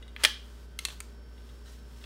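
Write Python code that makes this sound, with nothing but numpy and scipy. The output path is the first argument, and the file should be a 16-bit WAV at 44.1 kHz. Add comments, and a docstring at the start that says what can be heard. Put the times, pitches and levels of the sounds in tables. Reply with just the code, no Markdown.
"""Lever corkscrew in a kitchen

Close by, a lever swings down, rattles and clacks against its stop; the clamp's metal parts click,
the steel spiral pings, and the rack judders and slides softly back. Each impact excites damped modes
and is dispersed as a bending wave; sliding friction hisses. Nearby surfaces mirror the hits,
the small kitchen reverberates briefly, and a refrigerator hums behind."""
import sys
import numpy as np
from scipy import signal
from scipy.fft import rfft, irfft, next_fast_len
from scipy.io import wavfile
from scipy.ndimage import uniform_filter1d

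SR = 44100
rng = np.random.default_rng(int(sys.argv[2]) if len(sys.argv) > 2 else 0)


def dump_mix(stems):
    """Bounce the given channels to the path in sys.argv[1] as a 16-bit WAV at rate SR."""
    frames = np.atleast_2d(stems).T  # one column per channel
    limited = np.clip(frames, -1, 1)  # hard clip at full scale
    pcm = np.round(limited * 32767).astype(np.int16)
    wavfile.write(sys.argv[1], SR, pcm)


N = 90404

# bass, low-mid, mid, treble and air bands that shape a hit's timbre: (frequency [Hz])
BANDS_HZ = [550, 1500, 3400, 8000, 14000]
# rattle spectrum of the small metal parts: (frequency [Hz], relative density [dB])
METAL_RATTLE = [(200, -26.5), (750, -17), (1100, -8.5), (2600, 9.5), (4400, 6.5), (5200, 0), (7000, 2),
                (9500, -2), (10500, -12), (13500, -13), (16000, -35)]
METAL_RATTLE_T60_S, LIGHT_CONTACT_DB = .024, -16


def lever():
    """Impact excitation: every blow of the lever drives the same housing modes in a different balance."""
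    # blows: (time [s], relative level [dB], gain in each of the five bands [dB], rattle [dB], contact [dB])
    blows = [(0.1634, -22, -7, 1.5, -2.5, -20, -11, -6.5, 1.5), (0.2112, -39, 5.5, 3, -6, -5, -13, -4, 7),
             (.2361, -12.5, 4, 6.5, 1, 2, -1, -5, -2), (.2396, -11, 0, 0, 1.5, 14.5, 10, -5, 5),
             (0.2419, -17.5, 13.5, 9, -10, -1.5, 6.5, 4.5, 7),
             (0.2443, -18.5, -4, -5, 4, 3.5, -5.5, -6.5, -7.5),
             (0.2491, -3.5, -7.5, 6.5, 6, 4.5, 1.5, -8.5, -8), (0.2527, -11, -6.5, 0, 3, 7.5, 2, 3, 6),
             (0.9031, -43, 16, 11, 13, 0, 1, 1, -16), (2.0386, -31, -1, 0.5, 1, -11, -19, 29, 4)]
    # housing modes: (frequency [Hz], relative energy [dB], T60 [s])
    modes = [(335, -22, .07), (505, -12.5, .07), (612, -8, .055), (895, -17, .1), (1250, -11, 0.035),
             (2080, -2, .018), (2390, 1, 0.022), (3190, 5.5, 0.0062), (1742, -1.5, .055), (3020, -15, .15),
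             (3145, -19, .33), (3192, -20, .33), (3262, -11, .07), (3386, -14, .26), (3574, -9, .07),
             (4008, -13, .04), (4963, -21, .06), (5250, -20, .05), (7300, -18.5, .012),
             (9800, -17.5, 0.011)]
    # rattle spectrum of the housing's loose parts: (frequency [Hz], relative density [dB])
    rattle = [(120, -42), (280, -33), (560, -7), (820, -22.5), (1400, -7), (3200, -1), (4600, -6.5),
              (7500, -18.5), (9600, -13), (11000, -19), (16000, -23.5)]
    out = np.zeros(N)
    for s, db, *band_db, rattle_db, contact_db in blows:
        hit = strike(modes, rattle, rattle_db, contact_db, rattle_t60=0.029)
        add(out, s, undb(db) * colour(hit, list(zip(BANDS_HZ, band_db))))
    return out


def clamp():
    """Free vibration: pawl, catch and hinge snap over, each ringing at its own natural frequencies."""
    # clicks: (time [s], relative level [dB], five band gains [dB], rattle [dB], contact [dB], part)
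    clicks = [(0.7894, -18.5, -30, -4.5, 3, 5, 10, -3.5, -18, "pawl"),
              (0.8511, -12.5, -7.5, 4, 0, 3, 5, -1.5, -0.5, "catch"),
              (0.8846, -32.5, 14, 9.5, 7.5, 3, 9, 1, -10, "catch"),
              (1.0035, -21, -16, 2, -8, 2, 5, -3, -7, "hinge")]
    # modes of each part: (frequency [Hz], relative energy [dB], T60 [s])
    modes = { "pawl": [(1340, 2.5, 0.028), (2114, 7, 0.022), (2940, -1, .015), (4040, -1.5, 0.012),
             (6350, -4, .009), (9150, -10, 0.012)], "catch": [(1117, -2, 0.027), (2640, 3, 0.062),
             (2980, -6, .08), (4080, -6, 0.2), (4354, 8, 0.022), (5910, 1.5, 0.035), (9180, 1, 0.037),
             (11440, -5, .015)], "hinge": [(1056, -8.5, 0.033), (1320, -9, 0.02), (2300, -2.5, 0.03),
             (2520, -7.5, 0.029), (4780, -11, 0.029), (8200, -13, 0.016), (8700, -7, 0.012),
             (9300, -10, 0.013)]}
    out = np.zeros(N)
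    for s, db, *band_db, rattle_db, contact_db, part in clicks:
        hit = strike(modes[part], METAL_RATTLE, rattle_db, contact_db)
        add(out, s, undb(db) * colour(hit, list(zip(BANDS_HZ, band_db))))
    return out


def worm():
    """Resonance: light touches make the steel spiral ping faintly."""
    # touches: (time [s], relative level [dB], treble gain [dB])
    touches = [(.0254, -33.5, -7), (.0791, -38.5, 4), (1.379, -44, -6), (1.490, -42, -6), (2.0138, -42, -3)]
    # modes of the spiral: (frequency [Hz], relative energy [dB], T60 [s])
    modes = [(2034, -7, .05), (2896, -3, .055), (3380, -6, .06), (3736, 0, .13), (8800, -15, .04)]
    out = np.zeros(N)
    for s, db, treble_db in touches:
        ping = strike(modes, METAL_RATTLE, rattle_db=-14, contact_db=LIGHT_CONTACT_DB)
        add(out, s, undb(db) * colour(ping, [(BANDS_HZ[2], 0), (BANDS_HZ[3], treble_db)]))
    return out


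def rack():
    """Stick-slip: as the lever is thrown back, uneven slips ring the rack, dying away as it runs free."""
    # rack modes: (frequency [Hz], relative energy [dB], T60 [s])
    modes = [(1580, 0, .04), (1830, -3, .04), (3000, -6, .04), (3900, -8, .02)]
    start_s, relative_db, slips_per_s = 1.657, -37, 800
    t = np.arange(SR // 3) / SR
    slipping = rng.random(len(t)) < slips_per_s / SR
    slips = slipping * rng.uniform(-1, 1, len(t)) * fade(t, t60=.4)
    ring = strike(modes, METAL_RATTLE, rattle_db=-2, contact_db=LIGHT_CONTACT_DB)
    out = np.zeros(N)
    add(out, start_s, undb(relative_db) * unit(signal.fftconvolve(slips, ring)))
    return out


def strike(modes, rattle_spectrum, rattle_db, contact_db, rattle_t60=METAL_RATTLE_T60_S):
    """Modal superposition: damped sinusoids sum with a dense rattle and a gritty contact in one hit."""
    radiation_hz = 230  # the small body radiates little below this
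    t = np.arange(SR // 3) / SR
    ring = sum(undb(db) * unit(np.sin(2 * np.pi * hz * t) * fade(t, t60)) for hz, db, t60 in modes)
    rattle = colour(rng.choice([-1, 1], len(t)) * fade(t, rattle_t60), rattle_spectrum)
    contact = colour(rng.choice([-1, 1], len(t)) * fade(t, t60=.003), rattle_spectrum)
    hit = bend(unit(ring) + undb(rattle_db) * unit(rattle) + undb(contact_db) * unit(contact))
    taper = np.minimum(10 * (1 - t / t[-1]), 1)
    return unit(highpass(hit, radiation_hz) * taper)


def bend(x):
    """Dispersion: bending-wave speed grows with the root of frequency, so the treble arrives first."""
    delay_at_1khz_s = 0.0009
    khz = np.arange(len(x) // 2 + 1) * SR / len(x) / 1000
    lag_cycles = 2000 * np.sqrt(khz) * delay_at_1khz_s
    return irfft(rfft(x) * np.exp(-2j * np.pi * lag_cycles), len(x))


def friction():
    """Sliding friction: surfaces moving over each other give broadband noise with a grainy level."""
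    # each rub has an envelope (time [s], level [dB]) and a spectrum (frequency [Hz], relative density [dB])
    plunge = [(.15, -66.5), (.19, -55.5), (.205, -48.5), (.235, -44.5), (.25, -69.5)]  # the plunger scrapes down ahead of the blow
    plunge_spectrum = [(300, -27), (1200, 6), (3200, 0), (5000, -6.5), (9000, -14.5), (16000, -20.5)]
    slide = [(0, -71), (.14, -72.5), (.45, -62), (.645, -64), (.67, -70), (.78, -70), (.81, -57.5),
             (.935, -53), (.96, -61), (1.1, -65.5), (1.2, -73), (1.33, -69), (1.49, -63), (1.64, -66.5),
             (1.67, -60), (1.73, -61.5), (1.85, -66.5), (1.95, -62.5), (2.05, -59)]  # soft hiss of the rack and hands
    slide_spectrum = [(500, -7.5), (1200, 6.5), (1650, 4.5), (2300, 0.5), (3400, 5), (6000, 0), (9000, -2),
                      (11000, -6.5), (16000, -8)]
    swing = [(1.64, -100), (1.68, -64), (1.735, -63.5), (1.77, -74), (1.85, -100)]  # brighter rub of the rack running free
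    swing_spectrum = [(1000, -9.5), (3000, -9), (5800, 0.5), (9000, -7), (16000, -15)]
    grain_db, grain_hz = 1, 250
    rubs = [(plunge, plunge_spectrum), (slide, slide_spectrum), (swing, swing_spectrum)]
    return sum(noise(spectrum) * curve(levels) * undb(grain_db * walk(grain_hz))
               for levels, spectrum in rubs)


def kitchen(x):
    """Reverberation: direct sound, two early reflections and a diffuse tail that decays band by band."""
    # reflections from nearby surfaces: (delay [s], gain [dB])
    echoes = [(.0015, -13.5), (.0033, -17.5)]
    # diffuse tail: (frequency [Hz], gain [dB], T60 [s])
    tail = [(250, -9.5, .35), (691, -15, .3), (1150, -11, .33), (1900, -13.5, .29), (3200, -13, 0.44),
            (5590, -10, 0.33), (8800, -17, 0.28), (13000, -12, 0.23)]
    build_s = 0.0083
    t = np.arange(SR) / SR
    build_up = 1 - np.exp(-(t / build_s) ** 2)
    log_hz = np.log(np.arange(SR // 2 + 1) + 1)
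    centres = np.log([row[0] for row in tail])
    spectrum = rfft(rng.standard_normal(len(t)))
    response = np.zeros(len(t))
    for share, (_, db, t60) in zip(np.eye(len(tail)), tail):
        band = irfft(spectrum * np.interp(log_hz, centres, share), len(t))
        response += undb(db) * band * unit(fade(t, t60) * build_up)
    response[0] += 1  # direct sound
    for s, db in echoes:
        response[int(s * SR)] += undb(db)
    return signal.fftconvolve(x, response)[:N]


def refrigerator():
    """Forced vibration: a motor hums, its lowest two tones beating, while a thin whine swells."""
    # motor tones: (frequency [Hz], level [dB])
    tones = [(50, -62), (59.2, -46.5), (118.4, -70.5), (236.9, -64.5), (403, -70), (414.5, -72),
             (468.3, -73), (592.2, -73.5), (942, -79.5), (1529, -72.5), (3176, -81), (4587, -84),
             (4730, -79.5)]
    # envelope of the whine: (time [s], level [dB])
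    whine_levels = [(0, -80), (.6, -79), (.95, -78), (1.15, -73), (1.55, -72.5), (2.05, -73.5)]
    hum = sum(undb(db) * wavering(hz, drift=.001, rate_hz=6) for hz, db in tones)
    whine = curve(whine_levels) * wavering(hz=5400, drift=0.0012, rate_hz=91)
    return hum + whine


def room_air():
    """Ambient noise: a steady random floor, strongest in the bass."""
    # room air: (frequency [Hz], relative density [dB])
    spectrum = [(53, -33.5), (90, -4.5), (117, -9), (410, -13.5), (753, -23.5), (1570, -25), (2650, -44),
                (3080, -34), (4750, -48.5), (5530, -37), (6160, -44.5), (16000, -50)]
    return undb(-58) * highpass(noise(spectrum), hz=59.37)


def wavering(hz, drift, rate_hz):
    """Frequency modulation: a tone of rms 1 whose pitch wanders by about the fraction drift."""
    pitch_hz = hz * (1 + drift * walk(rate_hz))
    return np.sqrt(2) * np.sin(2 * np.pi * np.cumsum(pitch_hz) / SR)


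def colour(x, points):
    """Minimum-phase filter through (frequency [Hz], gain [dB]) points."""
    size = next_fast_len(2 * len(x), real=True) // 2 * 2
    hz, db = np.array(points, float).T
    log_hz = np.log(np.arange(size // 2 + 1) * SR / size + 1)
    gain = undb(np.interp(log_hz, np.log(hz), db))
    cepstrum = irfft(np.log(gain))
    cepstrum[1:size // 2] *= 2  # folding onto positive time makes the filter causal
    cepstrum[size // 2 + 1:] = 0
    return irfft(rfft(x, size) * np.exp(rfft(cepstrum)))[:len(x)]


def highpass(x, hz):
    """Second-order roll-off below hz."""
    return signal.sosfilt(signal.butter(2, hz, "high", fs=SR, output="sos"), x)


def noise(spectrum):
    """Spectrally shaped noise of rms 1."""
    return unit(colour(rng.standard_normal(N), spectrum)) * np.sqrt(N)


def walk(rate_hz):
    """Low-passed noise: smooth random motion with a standard deviation of 1."""
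    width = max(int(SR / rate_hz), 2)
    motion = uniform_filter1d(uniform_filter1d(rng.standard_normal(N), width), width)
    return motion / motion.std()


def curve(points):
    """Amplitude envelope through (time [s], level [dB]) points."""
    return undb(np.interp(np.arange(N) / SR, *np.array(points).T))


def fade(t, t60):
    """Exponential decay by 60 dB in t60 seconds."""
    return np.exp(-np.log(1000) * t / t60)


def undb(db):
    """Decibels to amplitude ratio."""
    return 10 ** (np.asarray(db) / 20)


def unit(x):
    """Normalisation to unit energy."""
    return x / np.sqrt(np.sum(x ** 2))


def add(out, s, x):
    """Superpose x on out, starting at s seconds."""
    start = max(int(s * SR), 0)
    out[start:start + len(x)] += x[:max(N - start, 0)]


def scene():
    """Superposition: close hits and their reverberation sum with friction, hum and air in one channel."""
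    proximity_db = 10
    hits = undb(proximity_db) * kitchen(lever() + clamp() + worm() + rack())
    return (hits + friction() + refrigerator() + room_air())[None]


def record(dry):
    """Saturation and band limiting: peaks clip at full scale, then a steep low-pass cuts the top."""
    top_hz = 15700
    lowpass = signal.ellip(10, .2, 80, top_hz, fs=SR, output="sos")
    return signal.sosfilt(lowpass, np.clip(dry, -1, 1))


dry = scene()
out = record(dry)
dump_mix(out)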